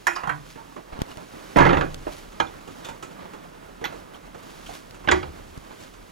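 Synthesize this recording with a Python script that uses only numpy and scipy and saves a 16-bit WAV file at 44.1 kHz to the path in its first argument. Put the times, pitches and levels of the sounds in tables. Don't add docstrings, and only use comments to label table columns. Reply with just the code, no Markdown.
import sys
import numpy as np
from scipy import signal
from scipy.fft import rfft, irfft, next_fast_len
from scipy.io import wavfile
from scipy.ndimage import map_coordinates

SR = 44100
rng = np.random.default_rng(int(sys.argv[2]) if len(sys.argv) > 2 else 0)


def wav_out(sig):
    wavfile.write(sys.argv[1], SR, np.round(np.clip(np.atleast_2d(sig).T, -1, 1) * 32767).astype(np.int16))


N = 269777

# f/Hz, level/dB
RUSTLE = [(1000, 2.5), (3000, 3.5), (4500, 1), (7000, -1.5), (8500, -7.5), (11000, -6.5), (16000, -17)]


def amp(db):
    return 10 ** (np.asarray(db) / 20)


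def unit(x):
    return x / np.sqrt(np.mean(x ** 2) + 1e-20)


def along(points, hz):
    f, v = np.transpose(points)
    return np.interp(np.log(hz + 1), np.log(f + 1), v)


def near(hz, centre_hz, octaves):
    return 1 / (1 + (np.log2((hz + 1) / centre_hz) / octaves) ** 2)


def wobble(rate):
    return map_coordinates(rng.standard_normal(int(N * rate / SR) + 4), [np.arange(N) * rate / SR])


def filtered(x, response):
    n = x.shape[-1]
    padded = next_fast_len(n + 8192)
    return irfft(rfft(x, padded) * response(np.fft.rfftfreq(padded, 1 / SR)), padded)[..., :n]


def noise(level_db, size):
    return unit(filtered(rng.standard_normal((2, size)), lambda hz: amp(level_db(hz))))


def add(track, s, sound):
    part = track[:, max(round(s * SR), 0):][:, :sound.shape[-1]]
    part += sound[..., :part.shape[-1]]


def burst(level_db, t, t60, attack):
    envelope = amp(-60 * t / max(t60, .005)) * (1 - np.exp(-t / attack))
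    x = noise(level_db, len(t)) * envelope
    return x * np.linalg.norm(envelope) / np.linalg.norm(x, axis=1, keepdims=True)


def ring(modes, t, scatter_db):
    hz, db, t60 = np.transpose(modes)[:, :, None]
    strength = amp(db + scatter_db * rng.standard_normal(hz.shape))
    waves = strength * amp(-60 * t / t60) * np.sin(2 * np.pi * (hz * t + rng.random(hz.shape)))
    return waves.sum(0) * (1 - np.exp(-t / 0.0009))


def singing(hz, t, t60, rise, spread=0.045, blur=0.67):
    width_hz = 8 + spread * hz
    cluster = burst(lambda f: -20 * np.log10(1 + ((f - hz) / width_hz) ** 2), t, t60, attack=rise)
    envelope = amp(-60 * t / t60) * (1 - np.exp(-t / rise))
    mode = envelope * np.sin(2 * np.pi * (hz * t + rng.random((2, 1))))
    return 0.59 * mode + blur * cluster


def microphones(x, diffuse):
    lean = [(60, 0.4), (99, 0.0), (160, -1.5), (270, -3.5), (450, -5.0), (740, -8.5), (1220, -12.0),
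            (2010, -6.0), (3330, -1.5), (5500, 1.0), (9080, -0.5), (15000, -0.5)]
    lag = [(30, .15), (120, 0.99), (280, 1.75), (600, 2.4), (1100, 2.2), (1450, 3.6), (1850, 6.4),
           (2600, 5.95), (4500, 5.57), (16000, 5.6)]
    coherence = [(60, 0.98), (600, 0.94), (1000, 0.95), (1400, 0.32), (2200, 0.73), (5000, 0.86),
                 (14000, 0.76)]

    def gains(hz):
        alike = along(coherence, hz) ** diffuse
        left = amp(along(lean, hz) / diffuse ** 0.43)
        shared = left * alike * np.exp(-1j * along(lag, hz))
        own = left * np.sqrt(1 - alike ** 2)
        centre = np.sqrt(abs(1 + shared) ** 2 + own ** 2) / 2
        return np.array([shared, own, np.ones_like(hz)]) / centre
    shared, own, right = filtered(x[[0, 1, 0]], gains)
    return np.array([shared + own, right])


def shed(x):
    decay = [(80, 0.98), (300, 0.25), (1500, 0.24), (5000, 0.32), (15000, 0.38)]
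    hz, t, spectra = signal.stft(rng.standard_normal((2, SR // 2)), SR, nperseg=256)
    tail = signal.istft(spectra * amp(-60 * t / along(decay, hz)[:, None]), SR, nperseg=256)[1]
    tail = np.pad(tail / np.linalg.norm(tail[0]), ((0, 0), (SR // 200, 0)))
    return signal.fftconvolve(x[None], tail, axes=1)[:, :N]


def background(hiss_db=-68):
    drift = np.vstack([ [(0.42, -55.5, -53.5, -57), (0.638, -54.5, -53, -57), (0.964, -61, -49.5, -62),
             (1.238, -61, -47, -55.5), (1.5, -54, -46, -52)], [(2.25, -51.5, -48.5, -56),
             (3.11, -58, -47, -60.5), (4.35, -55.5, -49, -62.5), (4.62, -53.5, -49, -52.5),
             (5.0, -50, -48, -61)], [(5.45, -48.5, -49, -56.5), (5.77, -50.5, -51, -58),
             (6.0, -52, -51.5, -60), (6.1, -55, -50.5, -57.5)], ])
    rumble_spectrum = [(12, -20), (30, -5), (39, 12.5), (55, -14.5), (110, -6.5), (300, -55)]  # f/Hz, level/dB
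    outdoors = [(41, -33), (70, -4), (108, -9), (170, 2), (204, -1.5), (280, -0.5), (344, -4), (494, -5),
                (779, -8.5), (1230, -8), (1890, -13), (3110, -18.5), (5370, -25.5), (13600, -31),
                (16000, -34)]
    s, *levels = np.transpose(drift)
    rumble_db, air_db, rustle_db = [np.interp(np.arange(N) / SR, s, level) for level in levels]
    rumble = amp(rumble_db - 0.5 + 0.78 * wobble(7)) * noise(lambda hz: along(rumble_spectrum, hz), N)
    air_gain = amp(air_db - 0.63 + 1.5 * wobble(22.27))
    air = air_gain * noise(lambda hz: along(outdoors, hz) - 2 * np.log2(1 + hz / 6000), N)
    rustle = amp(rustle_db + 0.75 + wobble(300)) * noise(lambda hz: along(RUSTLE, hz), N)
    hiss = amp(hiss_db) * noise(lambda hz: -3 * np.log2(1 + hz / 3000), N)
    return rumble + air + rustle + hiss


def scuffs(drag_start_s=1.58, drag_s=0.11, drag_db=-33.5, drag_fade_db_per_s=29, drag_grit_db=-16):
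    strokes = [(0.501, -64.5, 0.031, 14), (0.978, -42.5, 0.048, -23), (1.102, -49.5, 0.035, -4),
               (2.142, -54.5, 0.059, 7.5), (2.8, -56.5, 0.092, 3.5), (3.235, -44, 0.032, -25),
               (3.968, -50, 0.05, -4.5), (4.267, -60, 0.01, -1.5), (4.157, -46, 0.021, -9),
               (4.507, -57.5, 0.12, 3), (4.745, -52.5, 0.047, 5), (5.718, -45, 0.013, -23),
               (5.833, -57, 0.049, 6)]
    scrape_spectrum = [(100, 4), (300, 1.5), (1000, 1.5), (2200, -7.5), (4000, -12.5), (12000, -39)]  # f/Hz, level/dB
    t = np.arange(N) / SR
    since = t - drag_start_s
    scrape_gain = amp(drag_db - drag_fade_db_per_s * np.abs(since)) * (since > 0) * (since < drag_s)
    grit_gain = amp(drag_grit_db - 60 * np.abs(since)) * scrape_gain
    for s, db, half_s, grit_db in strokes:
        stroke = amp(db) * np.exp(-.5 * ((t - s) / half_s) ** 2)
        scrape_gain += stroke
        grit_gain += amp(grit_db) * stroke
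    catching = unit(amp(2.2 * wobble(500) + 2.15 * wobble(70)))
    scrape = scrape_gain * noise(lambda hz: along(scrape_spectrum, hz), N)
    grit = grit_gain * noise(lambda hz: along(RUSTLE, hz), N)
    return catching * (scrape + grit)


def finger_bumps(turn_hz=170, leak_hz=30):
    pushes = [(0.926, -28, 0.0048, -36), (0.991, -18.5, 0.00038, -22), (1.018, -8.5, 0.00036, -15),
              (1.172, -27.5, 0.00078, -7), (1.944, -28, 0.00057, 1), (4.909, -38.5, 0.00099, 2),
              (5.576, -24.5, 0.00083, -15)]
    out, t = np.zeros((2, N)), np.arange(SR // 10) / SR
    for s, db, rise_s, click_db in pushes:
        pulse = t / rise_s * np.exp(1 - t / rise_s)
        click = amp(click_db) * burst(lambda hz: along(RUSTLE, hz), t, t60=0.014, attack=.0001)
        add(out, s, amp(db) * (click - pulse))
    ports = lambda hz: np.array([np.ones_like(hz), (turn_hz - 1j * hz) / (turn_hz + 1j * hz)])
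    return filtered(out, lambda hz: ports(hz) * 1j * hz / (leak_hz + 1j * hz))


def treads(crumbs_per_s=3.5, crumb_db=-51, spread_db=6):
    # t/s, level/dB, board f/Hz, relative grit/dB, t60/s
    steps = [(0.556, -36, 260, -23, 0.076), (0.571, -45, 910, -22, 0.49), (0.722, -43, 1110, -14, 0.054),
             (0.762, -35.5, 614, -16, 0.19), (1.176, -41, 620, -15, 0.2), (2.067, -28.5, 599.5, -30, 0.16),
             (2.674, -39, 434, -9, 0.19), (2.846, -45.5, 1420, 7, 0.33), (2.886, -36, 909, -5.5, 0.21),
             (3.025, -36.5, 1310, -3, 0.13), (3.334, -39.5, 854, -9.5, 0.15), (3.813, -34, 452, -20, 0.15),
             (3.924, -37, 497, -14, 0.14), (4.345, -36, 480, -17, 0.082), (4.662, -42, 1410, -2, .05),
             (4.69, -38.5, 700, -14, 0.17), (5.043, -41, 1060, -12, 0.18)]
    floorboard = [(40, -1), (130, 2), (400, 2), (600, -6), (950, -3.5), (1500, -7.5), (2500, -13.5),
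                  (4200, -27), (12000, -57)]
    grit_spectrum = [(1200, -14), (2500, 7), (3300, 3.5), (4500, -3.5), (7000, 1.5), (8500, -7.5),
                     (11000, -12), (16000, -22)]
    out, t = np.zeros((2, N)), np.arange(SR // 3) / SR
    chance = rng.random((int(crumbs_per_s * N / SR), 2))
    crumbs = [(when * N / SR, crumb_db + spread_db * (2 * size - 1), 1400, -4, .08)
              for when, size in chance]
    for s, db, hz, grit_db, t60 in steps + crumbs:
        tap = burst(lambda f: along(floorboard, f) + 6 * near(f, hz, octaves=1.0), t, t60, attack=0.0019)
        board = amp(-1.5) * singing(hz, t, t60, rise=0.0027, spread=0.028, blur=0.43)
        grit = burst(lambda f: along(grit_spectrum, f), t, t60=0.12, attack=0.0011)
        add(out, s, amp(db) * (tap + board + amp(grit_db) * grit))
    return out


def latch():
    clinks = [(0.069, -31, 2475, 0.41), (0.071, -29.5, 5540, .12), (0.155, -32.5, 5060, 0.13),
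              (1.115, -35.5, 2890, 0.031), (2.4, -19, 3180, 0.048), (2.402, -14, 1650, 0.044),
              (2.468, -33.5, 3430, 0.047), (2.841, -37.5, 3530, .22), (3.842, -24.5, 3400, 0.093),
              (3.842, -40, 13500, 0.14), (4.144, -38, 3130, 0.054), (4.662, -32, 3070, 0.049),
              (5.088, -21.5, 3404, 0.15), (5.112, -18.5, 7000, 0.052)]
    out, t = np.zeros((2, N)), np.arange(SR // 2) / SR
    for s, db, hz, t60 in clinks:
        add(out, s, amp(db) * singing(hz, t, t60, rise=0.0014, spread=0.063, blur=0.43))
    return out


def sway(start_s=1.565, hz=26, db=-23.0, t60=1.48, rise_s=0.017):
    t = np.maximum(np.arange(N) / SR - start_s, 0)
    envelope = amp(db - 60 * t / t60) * (1 - np.exp(-t / rise_s))
    return envelope * np.sin(2 * np.pi * hz * t + 0.77 * wobble(7.3))


def blow(pitch_hz, sing_db, panel_hz, hum_db, thud_db, tick_db, t60, hardness):
    panels = [(66.7, -25, 0.48), (75, -8.5, 0.89), (107, -13, 0.74), (143.8, -0.5, 0.51),
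              (173.9, -4.5, 0.45), (295.8, 0, 0.36), (349.7, -3.5, 0.41), (372, -3, 0.22), (484, -19, 0.19),
              (559, -5.5, 0.6)]
    boards = [(775, -2, 0.31), (840, 3.5, 0.088), (980, -11, 0.27), (1094, -10, 0.23), (1295, -24.5, 0.62),
              (1444, -5, 0.24), (1640, -14, 0.24), (1910, -17.5, 0.24), (1950, -29, 0.092),
              (2415, -17, 0.15), (3200, -6, 0.13), (3550, -36, 0.13)]
    wood = [(150, -31), (350, -15.5), (520, -2.5), (1000, 3.5), (2000, -1), (2800, -9.5), (4200, -21.5),
            (7000, -34), (16000, -77)]
    thud_spectrum = [(25, -22), (60, 0), (130, -4.5), (400, -3), (600, -6.5), (1000, -20), (3000, -71)]  # f/Hz, level/dB
    tick_spectrum = [(1200, -9), (2600, 7), (3600, 5.5), (5000, 0.5), (7000, -3), (7800, -13.5),
                     (11000, -20.5), (16000, -30)]
    t = np.arange(SR * 3 // 4) / SR
    groups = rng.standard_normal(80)
    place = lambda hz: 4.3 * map_coordinates(groups, [8 * np.log2(1 + hz / 200)])
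    contact = lambda hz: along(wood, hz) + place(hz) + 7 * near(hz, pitch_hz, octaves=0.48)
    tilt = lambda hz: hardness * np.log2(np.clip(hz, 2000, 9000) / 4000)
    edge = lambda hz: along(tick_spectrum, hz) + .45 * place(hz) + tilt(hz)
    clack = amp(-9) * burst(contact, t, t60, attack=0.0013)
    clack += amp(sing_db) * singing(pitch_hz, t, 0.62 * t60, rise=0.00066)
    thud = amp(thud_db) * burst(lambda hz: along(thud_spectrum, hz), t, t60=0.23, attack=0.0013)
    panel_t60 = along([(hz, decay) for hz, _, decay in panels], panel_hz)
    hum = amp(hum_db) * singing(panel_hz, t, panel_t60, rise=0.0033, spread=.02, blur=0.3)
    tick = amp(tick_db + 2.0) * burst(edge, t, t60=0.047, attack=0.00069)
    sound = clack + thud + hum + tick
    sound[0] += amp(-26.0) * ring(boards, t, scatter_db=5)
    sound[0] += amp(thud_db - 15.5) * ring(panels, t, scatter_db=4.5)
    return sound


def judder(count=5, start_s=1.6505, flap_s=.0397, rebound_s=.014, hit_loss_db=0.82, rebound_loss_db=4.5):
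    out = np.zeros((2, N))
    for flap in range(count):
        s = start_s + flap * flap_s
        hit = blow(pitch_hz=1290, sing_db=-33, panel_hz=179, hum_db=-19,
                   thud_db=-12.5, tick_db=-16, t60=0.11, hardness=-8)
        rebound = blow(pitch_hz=880, sing_db=-20, panel_hz=290, hum_db=-23.5,
                       thud_db=-15, tick_db=-23, t60=0.095, hardness=-10)
        add(out, s, amp(-9.5 - hit_loss_db * flap) * hit)
        add(out, s + rebound_s, amp(-6.5 - rebound_loss_db * flap) * rebound)
    return out


def door():
    knocks = [(0.068, -9, 1852, -3.5, 348, -27, -40, -17, .14, 15),
              (0.160, -22, 1056, -5, 352, -27, -34, -15, 0.28, 7),
              (0.233, -20, 830, -17, 145, -24, -19.5, -29, 0.15, 6),
              (0.272, -18, 1000, -15, 145, -12.5, -34, -30, 0.24, 18),
              (0.293, -13, 1540, -12, 297, -27, -30.5, -32.5, 0.11, 28),
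              (1.5593, -7.5, 660, -21, 561, -10.5, -8, -36, 0.11, 5),
              (1.568, -9, 1210, -23, 176.7, -17, -14, -26.5, .22, 18),
              (1.586, -3.5, 1180, -20, 292.7, -15, -24.5, -28.5, .13, 8),
              (1.605, -8, 1145, -20, 137, -12, -10, -22, 0.37, 0),
              (2.400, -6.5, 940, -19, 332.5, -26, -25.5, -21, 0.077, 0.5),
              (3.8406, -19.5, 1880, -8, 492, -29, -26, -16.5, 0.11, 8),
              (3.853, -19.5, 1434, -4, 331, -21, -25.5, -9.5, 0.052, -4),
              (5.074, -14.5, 870, -16, 147, -12.5, -13, -17, 0.028, -10),
              (5.086, -8, 1593, -5, 318, -11, -21.5, -15, .11, -6.5),
              (5.114, -8, 1990, -1, 79.3, -22, -24, -11.5, 0.073, -0.5),
              (5.119, -9, 940, -5, 367.6, -7.5, -19.5, -32, 0.12, -9),
              (5.229, -22, 950, -19.5, 500, -14, -16.5, -13.5, 0.055, -11)]
    out = np.zeros((2, N))
    for s, db, *contact in knocks:
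        add(out, s, amp(db) * blow(*contact))
    return out


def scene():
    hits = door() + judder() + treads()
    close = microphones(hits + latch() + amp(-8.0) * shed(hits[0]), diffuse=0.91)
    around = microphones(background() + scuffs(), diffuse=2.2)
    return close + around + sway() + finger_bumps()


def record(dry, top_hz=16100):
    rounded = dry / (1 + np.abs(dry) ** 8) ** (1 / 8)
    return filtered(rounded, lambda hz: hz < top_hz)


dry = scene()
out = record(dry)
wav_out(out)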